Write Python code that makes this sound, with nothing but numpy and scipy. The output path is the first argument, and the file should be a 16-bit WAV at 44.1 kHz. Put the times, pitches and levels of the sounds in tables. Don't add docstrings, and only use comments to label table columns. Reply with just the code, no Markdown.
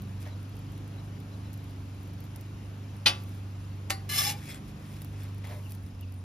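import sys
import numpy as np
from scipy import signal
from scipy.fft import rfft, irfft, next_fast_len
from scipy.io import wavfile
from scipy.ndimage import uniform_filter1d

SR = 44100
rng = np.random.default_rng(int(sys.argv[2]) if len(sys.argv) > 2 else 0)


def unload_audio(sound):
    columns = np.transpose(np.atleast_2d(sound))
    steps = np.round(np.clip(columns, -1, 1) * 32767)
    wavfile.write(sys.argv[1], SR, steps.astype(np.int16))


def gain_from_decibels(decibels):
    exponent = np.asarray(decibels, float) / 20
    return 10 ** exponent


N = 275172
T = np.arange(N) / SR
FADE_DB = -5 * np.maximum(T - 5.36, 0)


def evened(x):
    return x / np.sqrt(np.mean(x ** 2) + 1e-20)


def read(points, hz):
    f, value = np.transpose(points)
    return np.interp(np.log(hz + 1), np.log(f + 1), value)


def coloured(x, points):
    size = x.shape[-1]
    gain = gain_from_decibels(read(points, np.fft.rfftfreq(size, 1 / SR)))
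    return irfft(rfft(x) * gain, size)


def add(mix, s, sound):
    part = mix[:, round(s * SR):][:, :sound.shape[-1]]
    part += sound[..., :part.shape[1]]


def resonate(x, hz, width):
    turn = np.exp(2j * np.pi * np.cumsum(hz * np.ones(x.shape[-1])) / SR)
    r = np.exp(-np.pi * width / SR)
    smooth = signal.lfilter([1 - r], [1, -r], x / turn + 1e-18)
    return 2 * (turn * smooth).real


def drift(size, shape):
    return evened(uniform_filter1d(uniform_filter1d(rng.standard_normal(shape), size), size))


def blow(db, rattle, rise, longest, modes, crack):
    t = np.arange(SR // 3) / SR
    clicks = rng.standard_normal((2, len(t))) * gain_from_decibels(2.2 * drift(size=30, shape=len(t)))
    burst = np.exp(-(t / rattle) ** 2) * np.minimum(t / 0.0008, 1)
    late_rattle = 0.21 * np.exp(-t / 0.055) * np.minimum(t / 0.0091, 1)
    body = gain_from_decibels(-18) * (burst + late_rattle) * evened(coloured(clicks, crack))

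    f, mode_db, t60 = np.transpose(modes)[:, :, None]
    turn = rng.random((len(modes), 1)) + np.array([0, .75])[:, None, None]
    flutter_db = 1.1 * drift(size=300, shape=(len(modes), len(t)))
    decay_db = -60 * (t - .016) / np.clip(t60, .08, longest)
    heights = gain_from_decibels(mode_db + flutter_db + decay_db) * (1 - np.exp(-t / rise))
    ring = (heights * np.sin(2 * np.pi * (f * t + turn))).sum(1)
    ring = ring / abs(ring).max()
    return gain_from_decibels(db) * (ring + body + gain_from_decibels(-8) * porch(body + .25 * ring))


def blows():
    times = [
        3.0594,
        3.9004,
    ]
    # level/dB, rattle length/s, ring rise/s, longest t60/s
    landings = [
        (-6.5, 0.031, 0.0025, 0.27),
        (-19.5, 0.02, 0.0048, 0.25),
    ]
    # f/Hz, level/dB, t60/s
    plate = [(557, -15, 0.25), (711, -13, 0.4), (845, -4, 0.18), (991, -11, 0.24), (1160, -6, 0.4),
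             (1370, -9, 0.32), (1467, -9, 0.15), (1628, -15, 0.16), (1938, -7, 0.2), (2073, -10, 0.4),
             (2202, -13, 0.13), (2280, -10, 0.15), (2355, -14, 0.13), (2484, 0, 0.12), (2597, -7, 0.32),
             (2670, -10, 0.27), (2780, -8, 0.2), (2961, -1, 0.13), (3058, -6, 0.2), (3168, -5, 0.08),
             (3451, -1, 0.19), (3537, -2, 0.12), (3636, -6, 0.1), (3712, -9, 0.12), (3801, -10, 0.37),
             (3876, -11, 0.18), (3973, -6, 0.08), (4121, 0, 0.07), (4535, -1, 0.12), (4737, -11, 0.25),
             (4823, -3, 0.11), (4893, -13, 0.11), (5165, -13, 0.2), (5356, -16, 0.09), (5424, -9, 0.13),
             (5655, -7, 0.13), (5873, -17, 0.07), (6379, -18, 0.09), (6503, -17, 0.16), (7354, -21, 0.12)]
    # f/Hz, level/dB, t60/s
    blade = [(589, -7, 0.08), (778, 0, 0.4), (1144, -8, 0.23), (1332, -8, 0.15), (1502, -10, 0.4),
             (1814, -3, 0.11), (1930, -11, 0.4), (2089, -11, 0.4), (2218, -10, 0.11), (2309, -7, 0.09),
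             (2670, -7, 0.13), (2888, -12, 0.14), (3550, -10, 0.07), (3908, -11, 0.07), (4126, -10, 0.21),
             (4221, -11, 0.11), (4538, -6, 0.22), (4756, -7, 0.16), (5168, -14, 0.18), (5636, -14, 0.15),
             (6576, -16, 0.08), (6807, -15, 0.13), (7265, -15, 0.15), (7561, -12, 0.08), (7913, -18, 0.14),
             (7992, -10, 0.14), (8473, -12, 0.12), (8761, -19, 0.16), (8891, -23, 0.09), (9550, -19, 0.1),
             (9709, -18, 0.2), (10094, -15, 0.21), (10565, -18, 0.31), (11181, -23, 0.06),
             (11948, -20, 0.08), (12037, -16, 0.11), (12212, -27, 0.2), (12723, -22, 0.16),
             (13644, -21, 0.07), (14193, -27, 0.13)]
    # f/Hz, level/dB, t60/s
    frame = [(246, -25, .15), (307, -14, .2), (367, -15.5, 0.23), (453, -23, 0.25)]
    # f/Hz, level/dB
    cracks = [
        [(200, -34), (500, -17), (1100, -8), (1800, -8), (3200, 0), (5400, -4), (7000, -10), (9000, -9),
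         (10500, -10), (11700, -24), (13500, -19), (15500, -30)],
        [(200, -36), (450, -10), (750, 0), (1900, 0), (2900, -8), (4000, 0), (5400, -3), (7500, -1), (9500, -3),
         (12000, -6), (15500, -12)],
    ]
    out = np.zeros((2, N))
    for s, row, modes, crack in zip(times, landings, (plate + frame, blade + frame), cracks):
        add(out, s, blow(*row, modes, crack))
    return out


def tick(db, top_hz):
    t = np.arange(300) / SR
    snap = rng.standard_normal((2, len(t))) * np.exp(-t / 0.00067)
    lowpass = signal.butter(N=3, Wn=min(top_hz, 16000), fs=SR, output="sos")
    return gain_from_decibels(db) * signal.sosfilt(lowpass, snap)


def ticks():
    # t/s, level/dB, brightest f/Hz
    contacts = [(3.059, -13.5, 7000), (3.0627, -16, 5000), (3.0645, -22, 5000), (3.0689, -14, 5000),
                (3.0738, -16, 4500), (3.082, -14, 4000), (3.8996, -24, 14000), (3.9048, -12, 9000),
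                (3.9073, -18, 14000), (3.908, -22, 9000), (3.914, -25, 6000), (3.9224, -17, 4000),
                (4.092, -36, 14000), (4.103, -33, 14000), (5.44, -42, 3000), (5.506, -43, 3500),
                (.257, -45, 3500)]
    out = np.zeros((2, N))
    for s, *row in contacts:
        add(out, s, tick(*row))
    return out


def stroke(t, ring_db, hiss_db, tilt_db, damping, bare=False):
    # early f/Hz, late f/Hz, width/Hz, level/dB, best driven t/s
    flex = [(777, 850, 35, -3, 4.29), (1176, 1160, 33, -1, 4.19), (1697, 1805, 18, 0.5, 4.21),
            (2100, 2256, 50, 1, 4.19), (2320, 2385, 45, -3, 4.29), (2775, 2800, 56, 0, 4.26),
            (2990, 2960, 19, -4, 4.14), (3020, 3052, 49, -6, 4.13), (3203, 4800, 32, -12, 4.4),
            (3440, 3380, 45, -5, 4.25), (3450, 3550, 24, 1.5, 4.25), (3770, 3900, 42, -9, 4.3),
            (4105, 3975, 28, 2.5, 4.18), (4350, 6500, 35, -8, 4.26), (4412, 4400, 32, -13, 4.19),
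            (4600, 4535, 37, -5, 4.26), (4920, 4745, 44, -7, 4.3), (5210, 5130, 40, -2.5, 4.27),
            (5320, 5170, 30, -8, 4.24), (5250, 5272, 23, 0, 4.21), (5430, 5380, 35, -16, 4.13),
            (5500, 6400, 47, -7, 4.29), (5820, 5850, 30, -6, 4.6), (6140, 8800, 47, -4, 4.23),
            (6700, 9100, 30, -8, 4.22), (6260, 7400, 50, -4.5, 4.3), (7000, 7200, 23, -19, 4.2),
            (7380, 7362, 68, -7, 4.3)]
    # f/Hz, width/Hz, level/dB
    rub = [(1600, 28, -7), (1930, 87, 0), (2130, 53, 1), (2490, 65, 2), (3390, 26, 1.5), (3906, 80, -7),
           (4409, 77, -6.5), (5030, 44, -5.5), (5297, 29, -5), (5658, 80, -31), (6240, 70, -24),
           (6770, 79, -8), (7670, 70, 1.5)]
    # f/Hz, level/dB
    hiss_colour = [(800, -24), (1500, -13), (5400, -7), (8000, -4), (9300, 3), (10500, -4), (12000, -6),
                   (13800, -2), (15500, -11)]
    # f/Hz, level/dB
    rasp_colour = [(400, -21), (750, -7), (1400, -9), (2200, 1), (5400, -6), (7500, -9), (9000, -35)]
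    late = (t - t[0]) / (t[-1] - t[0])
    modes = flex if bare else [(f, f, w, db, None) for f, w, db in rub]
    roughness_db = 1.8 if bare else 2.6
    slips = rng.standard_normal((2, len(t))) * gain_from_decibels(roughness_db * drift(size=120, shape=len(t)))
    ring = 0
    for early_hz, late_hz, w, db, best in modes:
        bend = 1 + 0.004 * drift(size=1200, shape=len(t))
        hz = (early_hz + (late_hz - early_hz) * late) * bend
        loss_db = 55 * abs(t - best) if bare else 0
        tilted_db = db - loss_db + tilt_db * np.log2(early_hz / 3000)
        level_db = tilted_db + 2.7 * drift(size=600, shape=len(t))
        mode = resonate(resonate(slips, hz, w * damping), late_hz, 49.0 * w)
        ring = ring + gain_from_decibels(level_db) * evened(mode)
    rasp = gain_from_decibels(-10) * evened(coloured(slips, rasp_colour))
    hiss = gain_from_decibels(hiss_db + 1.5) * evened(coloured(slips, hiss_colour))
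    sound = gain_from_decibels(ring_db + 1.5) * (evened(ring) + rasp) + hiss
    return t[0], sound * signal.windows.tukey(len(t), .05)


def scrape():
    # t/s, level/dB
    pressure = [
        (4.087, -52),
        (4.094, -39),
        (4.103, -38.5),
        (4.195, -32),
        (4.227, -35.5),
        (4.291, -33.5),
        (4.313, -37),
        (4.35, -56),
        (4.4, -54),
    ]
    s, pressure_db = np.transpose(pressure)
    t = np.arange(s[0], s[-1], 1 / SR)
    ring_db = np.interp(t, s, pressure_db) - 2.1
    fastest_s, hiss_loss_db_per_s = 4.185, 44
    hiss_db = ring_db + 5.5 - hiss_loss_db_per_s * abs(t - fastest_s)
    return stroke(t, ring_db, hiss_db, tilt_db=1.75, damping=0.83, bare=True)


def nudge(s, rise, fall, ring_db, hiss_db):
    t = np.arange(s - rise, s + fall, 1 / SR)
    slack = np.where(t < s, (s - t) / rise, (t - s) / fall)
    firm_tilt_db, edge_tilt_db, edge_db = 1.5, 2.5, -13.5
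    tilt_db = firm_tilt_db + (edge_tilt_db - firm_tilt_db) * slack
    free_db = -30
    damping = np.clip(gain_from_decibels(0.69 * (free_db - ring_db)), 1, 10)
    return stroke(t, ring_db + edge_db * slack, hiss_db + edge_db * slack, tilt_db, damping)


def heap(s, length, thud_db, patter_db):
    t = np.arange(0, length, 1 / SR)
    lumps = rng.standard_normal((2, len(t))) * gain_from_decibels(2.0 * drift(size=200, shape=len(t)))
    thud = evened(resonate(lumps, 614, 130) + .5 * resonate(lumps, 940, 190))
    patter = evened(resonate(lumps, 1870, 500) + 0.22 * resonate(lumps, 3000, 400))
    shape = np.minimum(t / 0.0024, 1) * gain_from_decibels(-18 * (t / length) ** 4.4)
    return s, shape * (gain_from_decibels(thud_db) * thud + gain_from_decibels(patter_db - 11.0) * patter)


def rubs():
    # firmest t/s, rise/s, fall/s, ringing level/dB, hiss level/dB
    strokes = [(0.225, 0.03, 0.023, -60, -55.5), (3.165, .006, 0.037, -66, -75),
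               (3.369, 0.35, 0.06, -76, -65), (4.44, 0.062, 0.086, -56, -56.5),
               (4.505, 0.052, 0.076, -48.5, -50.5), (4.69, 0.057, .03, -66, -62),
               (4.956, 0.22, 0.12, -63, -63), (5.05, 0.17, 0.083, -90, -65), (5.23, 0.13, 0.1, -61, -63.5),
               (5.445, 0.0072, 0.16, -61.5, -69), (5.54, .1, 0.13, -74, -60),
               (5.718, 0.16, 0.064, -87, -59)]
    # start t/s, length/s, thud level/dB, patter level/dB
    heaps = [
        (0.252, .045, -53, -44.5),
        (5.44, 0.17, -52, -55),
        (5.436, 0.024, -66, -43),
        (5.499, 0.061, -62, -46),
    ]
    out = np.zeros((2, N))
    add(out, *scrape())
    for row in strokes:
        add(out, *nudge(*row))
    for row in heaps:
        add(out, *heap(*row))
    return out


def pop(db, hz):
    t = np.arange(900) / SR
    turn = np.array([[0], [np.pi / 2]])
    burst = np.sin(2 * np.pi * hz * t + turn) * np.exp(-t / .00009) * np.minimum(t * SR / 3, 1)
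    thump = 0.29 * np.sin(2 * np.pi * 4500 * t) * np.exp(-t / 0.0001)
    spit = 0.059 * np.diff(rng.standard_normal((2, len(t) + 1))) * np.exp(-t / 0.0042)
    return gain_from_decibels(db + 26.5) * (burst + thump + spit)


def rice_pops():
    # t/s, peak level/dB, f/Hz
    grains = [(0.0184, -53.5, 12100), (0.5541, -62, 9690), (0.5658, -58, 11900), (0.7767, -59, 11000),
              (0.8764, -59, 9290), (1.2006, -60, 11200), (1.53, -53, 9300), (1.5378, -53, 12100),
              (1.574, -59, 11500), (1.6402, -61, 11740), (2.2025, -54.5, 12900), (2.239, -57, 11690),
              (2.359, -49.5, 11500), (2.4087, -53, 12900), (2.9647, -62, 10000), (3.2207, -60, 12900),
              (3.2905, -60, 11900), (5.0173, -46.5, 11900), (5.0453, -50, 12000), (5.233, -53.5, 12400),
              (5.3445, -59, 10600), (5.38, -59, 11600), (5.47, -53, 11200), (5.706, -53, 11400),
              (5.719, -47, 11400), (5.7482, -54, 12000), (.7183, -60, 11440), (6.009, -53, 11600),
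              (6.121, -60, 10700), (6.1402, -61, 9670), (.0952, -68, 11400), (.2024, -64, 10900),
              (.4279, -61, 10900), (.4928, -62, 11500), (.5896, -60, 9750), (1.4701, -69, 12000),
              (1.6931, -64, 12500), (1.707, -64, 12100), (2.031, -60, 13200), (2.0742, -61, 11800),
              (2.1331, -61, 13100), (2.251, -62, 12000), (3.2106, -65, 12500), (3.235, -57, 11600),
              (4.8264, -70, 12600), (4.8614, -64, 9610), (4.9257, -62, 12200), (5.45, -60, 12200),
              (5.8331, -62, 11100), (5.8623, -63, 11800), (5.8855, -65, 12300)]
    delay_s = 0.0019
    out = np.zeros((2, N))
    for s, *row in grains:
        add(out, s + delay_s, pop(*row))
    return out


def fizz():
    size = gain_from_decibels(3.5 * np.minimum(rng.exponential(1, N), 4)) * (rng.random(N) < 30 / SR)
    return gain_from_decibels(-81) * evened(signal.oaconvolve(size[None], pop(0, 9200), axes=1)[:, :N])


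def porch(x):
    # f/Hz, t60/s
    decay = [(300, 0.56), (1000, 0.3), (3000, 0.14), (6000, 0.086), (12000, 0.064)]
    taps = np.zeros((2, SR // 2))
    at = np.arange(200, SR // 2 - 20, 20) + rng.integers(0, 20, (2, (SR // 2 - 201) // 20))
    np.put_along_axis(taps, at, rng.choice([-1., 1.], at.shape), 1)
    hz, t, z = signal.stft(taps, SR, nperseg=256)
    tail = signal.istft(z * gain_from_decibels(-60 * t / read(decay, hz)[:, None]), SR, nperseg=256)[1]
    return signal.fftconvolve(x, tail / np.linalg.norm(tail[0]), axes=1)[:, :x.shape[1]]


def engine():
    # t/s, fourth order f/Hz, fourth order level/dB
    speed = [(0, 97.5, -40.5), (.25, 96.8, -37.5), (.62, 100.3, -40.5), (1.55, 100.3, -40.5),
             (1.8, 96.6, -41), (2.15, 96.8, -41), (2.38, 99.7, -42), (3.0, 99.6, -39), (3.3, 98, -38),
             (3.95, 96.8, -38.5), (4.36, 99.6, -41), (4.45, 100.4, -46.5), (4.7, 100.2, -47.5),
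             (5.25, 99, -37.5), (5.8, 97.4, -39), (5.92, 95.5, -45.5), (6.03, 93.8, -37.5),
             (6.24, 93.2, -40)]
    # multiple, level/dB
    orders = [(1, -67), (2, -14.5), (3, -12), (4, 1.5), (5, -10.5), (6, -7), (7, -12), (8, -11), (9, -21.5),
              (10, -17), (11, -15), (12, -16), (13, -25.5), (14, -71), (15, -30), (16, -24.5)]
    s, fourth_hz, fourth_db = np.transpose(speed)
    unsteady = 1 + 0.003 * drift(size=2000, shape=N)
    turns = np.cumsum(np.interp(T, s, fourth_hz / 4) * unsteady) / SR
    others_db = -42 + FADE_DB + 0.64 * drift(size=30000, shape=N)
    paths = np.array([[0], [np.pi / 2]])
    out = 0
    for k, db in orders:
        waver = drift(size=3 if k < 4 else 30, shape=600)
        waver = np.interp(T, np.linspace(0, T[-1], 600), waver)
        waver_db = (5.0 if k < 4 else 2.4) * waver
        level_db = np.interp(T, s, fourth_db) if k == 4 else others_db + waver_db
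        out = out + gain_from_decibels(db + level_db + 1.0) * np.cos(2 * np.pi * (k * turns + rng.random()) + paths)
    return out, turns


def air(turns):
    # f/Hz, level/dB per Hz
    wash_colour = [(25, -69), (45, -5.5), (70, 7.5), (110, -7), (200, -4), (330, -11), (600, -15),
                   (1200, -18.5), (2000, -24.5), (2700, -23), (3500, -26.5), (5400, -31), (7500, -31.5),
                   (9300, -34.5), (11000, -38), (15500, -41)]
    frames, hz = N // 256 + 5, np.fft.rfftfreq(1024, 1 / SR)
    a, b, patches = rng.standard_normal((3, 2, frames, 513)).transpose(0, 1, 3, 2)
    patches = evened(uniform_filter1d(uniform_filter1d(patches[0], 10, 0), 10, 1))
    z = (a + 1j * b) * gain_from_decibels(read(wash_colour, hz)[:, None] + patches)
    wash = evened(signal.istft(z, nperseg=1024, noverlap=768)[1][:, :N])
    lull_db = -0.44 * np.clip((T - 1.62) / 0.12, 0, 1)
    swell = 0.91 * FADE_DB + lull_db
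    throb = 1 + 0.041 * np.cos(2 * np.pi * turns)
    return gain_from_decibels(-49 + swell - swell.mean()) * throb * wash


def insect():
    beat = np.diff(np.floor(np.cumsum(23 * (1 + 0.038 * drift(size=9000, shape=N))) / SR), prepend=0)
    buzz = signal.oaconvolve(beat, np.hanning(500))[:N] * rng.standard_normal((2, N))
    swing_db = 2 * np.cos(2 * np.pi * T / 3.1)
    return gain_from_decibels(-77.5 + swing_db) * evened(resonate(resonate(buzz, 5160, 350), 5160, 350))


def cricket():
    gate = np.clip(np.cos(2 * np.pi * (T - .42) / 0.32) - .55, 0, 1)
    buzz = resonate(resonate(rng.standard_normal((2, N)), 9040, 260), 9040, 260)
    level_db = -74 + 3 * np.clip((T - 3.6) / 0.49, 0, 1)
    return gain_from_decibels(level_db) * evened(gate * buzz)


def bird():
    # t/s, start f/Hz, end f/Hz, length/s, level/dB
    whistles = [
        (5.625, 3150, 3000, 0.022, -63),
        (5.642, 3050, 2520, 0.046, -56),
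        (5.689, 2550, 2500, 0.044, -72),
        (6.009, 2950, 2570, 0.048, -55.5),
        (6.049, 2600, 2650, 0.077, -65),
        (.28, 3960, 3900, 0.088, -61.5),
        (.96, 3930, 3880, 0.06, -61),
        (1.31, 4000, 3900, 0.064, -64),
        (1.44, 4000, 3950, 0.045, -65),
        (1.58, 3770, 3920, 0.038, -64),
    ]
    out = np.zeros((2, N))
    for s, start_hz, end_hz, length, db in whistles:
        hz = np.linspace(start_hz, end_hz, int(length * SR))
        hz = hz + 90 * drift(size=100, shape=len(hz))
        whistle = np.hanning(len(hz)) * np.sin(2 * np.pi * np.cumsum(hz) / SR)
        add(out, s, gain_from_decibels(db + 4.0) * whistle * [[1], [0]])
    return out


def ports(x, column, most=1):
    # f/Hz, left lead/rad, left-right level/dB, far likeness, near likeness
    pair = [(0, 0, -.8, .96, .98), (100, .1, -.9, .988, .99), (170, .2, -1, .93, .96),
            (300, .35, -1.5, .87, .92), (700, .8, -.2, .5, .85), (1300, 1, .2, .22, .7),
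            (2000, .5, 2.2, .55, .75), (3600, .8, 1.2, .4, .77), (5200, .4, 4, .5, .68),
            (6300, -1.2, 1, .5, .7), (7200, -2.2, 0, .55, .75), (7700, -np.pi, 0, 1, 1),
            (8800, -np.pi, 0, 1, 1), (9700, -4.5, 0, .55, .75), (10750, -2 * np.pi, 0, 1, 1),
            (12400, -2 * np.pi, 0, 1, 1), (13900, -7.6, 0, .5, .75), (14700, -3 * np.pi, 0, 1, 1)]
    size = next_fast_len(N)
    hz = np.fft.rfftfreq(size, 1 / SR)
    f, lead, tilt_db = np.transpose(pair)[:3]
    same = np.clip(np.interp(hz, f, np.transpose(pair)[column]), 0, min(most, 1))
    half = gain_from_decibels(np.interp(hz, f, tilt_db) / 2) * np.exp(.5j * np.interp(hz, f, lead))
    a, b = rfft(x, size)
    left = a * half
    right = (same * a + np.sqrt(1 - same ** 2) * b) / half
    return irfft(np.array([left, right]), size)[:, :N]


def scene():
    sliding = rubs()
    near = blows() + sliding + gain_from_decibels(-8.5) * porch(sliding) + fizz()
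    snaps = rice_pops() + ticks()
    hum, turns = engine()
    far = hum + air(turns) + insect() + bird() + cricket()
    return ports(far, column=3) + ports(near, column=4) + ports(snaps, column=4, most=.8)


def top_cut(x):
    return signal.sosfilt(signal.butter(12, 15710, fs=SR, output="sos"), x)


def record(dry):
    highpass = signal.butter(N=2, Wn=38, btype="high", fs=SR, output="sos")
    return top_cut(signal.sosfilt(highpass, dry))


dry = scene()
out = record(dry)
unload_audio(out)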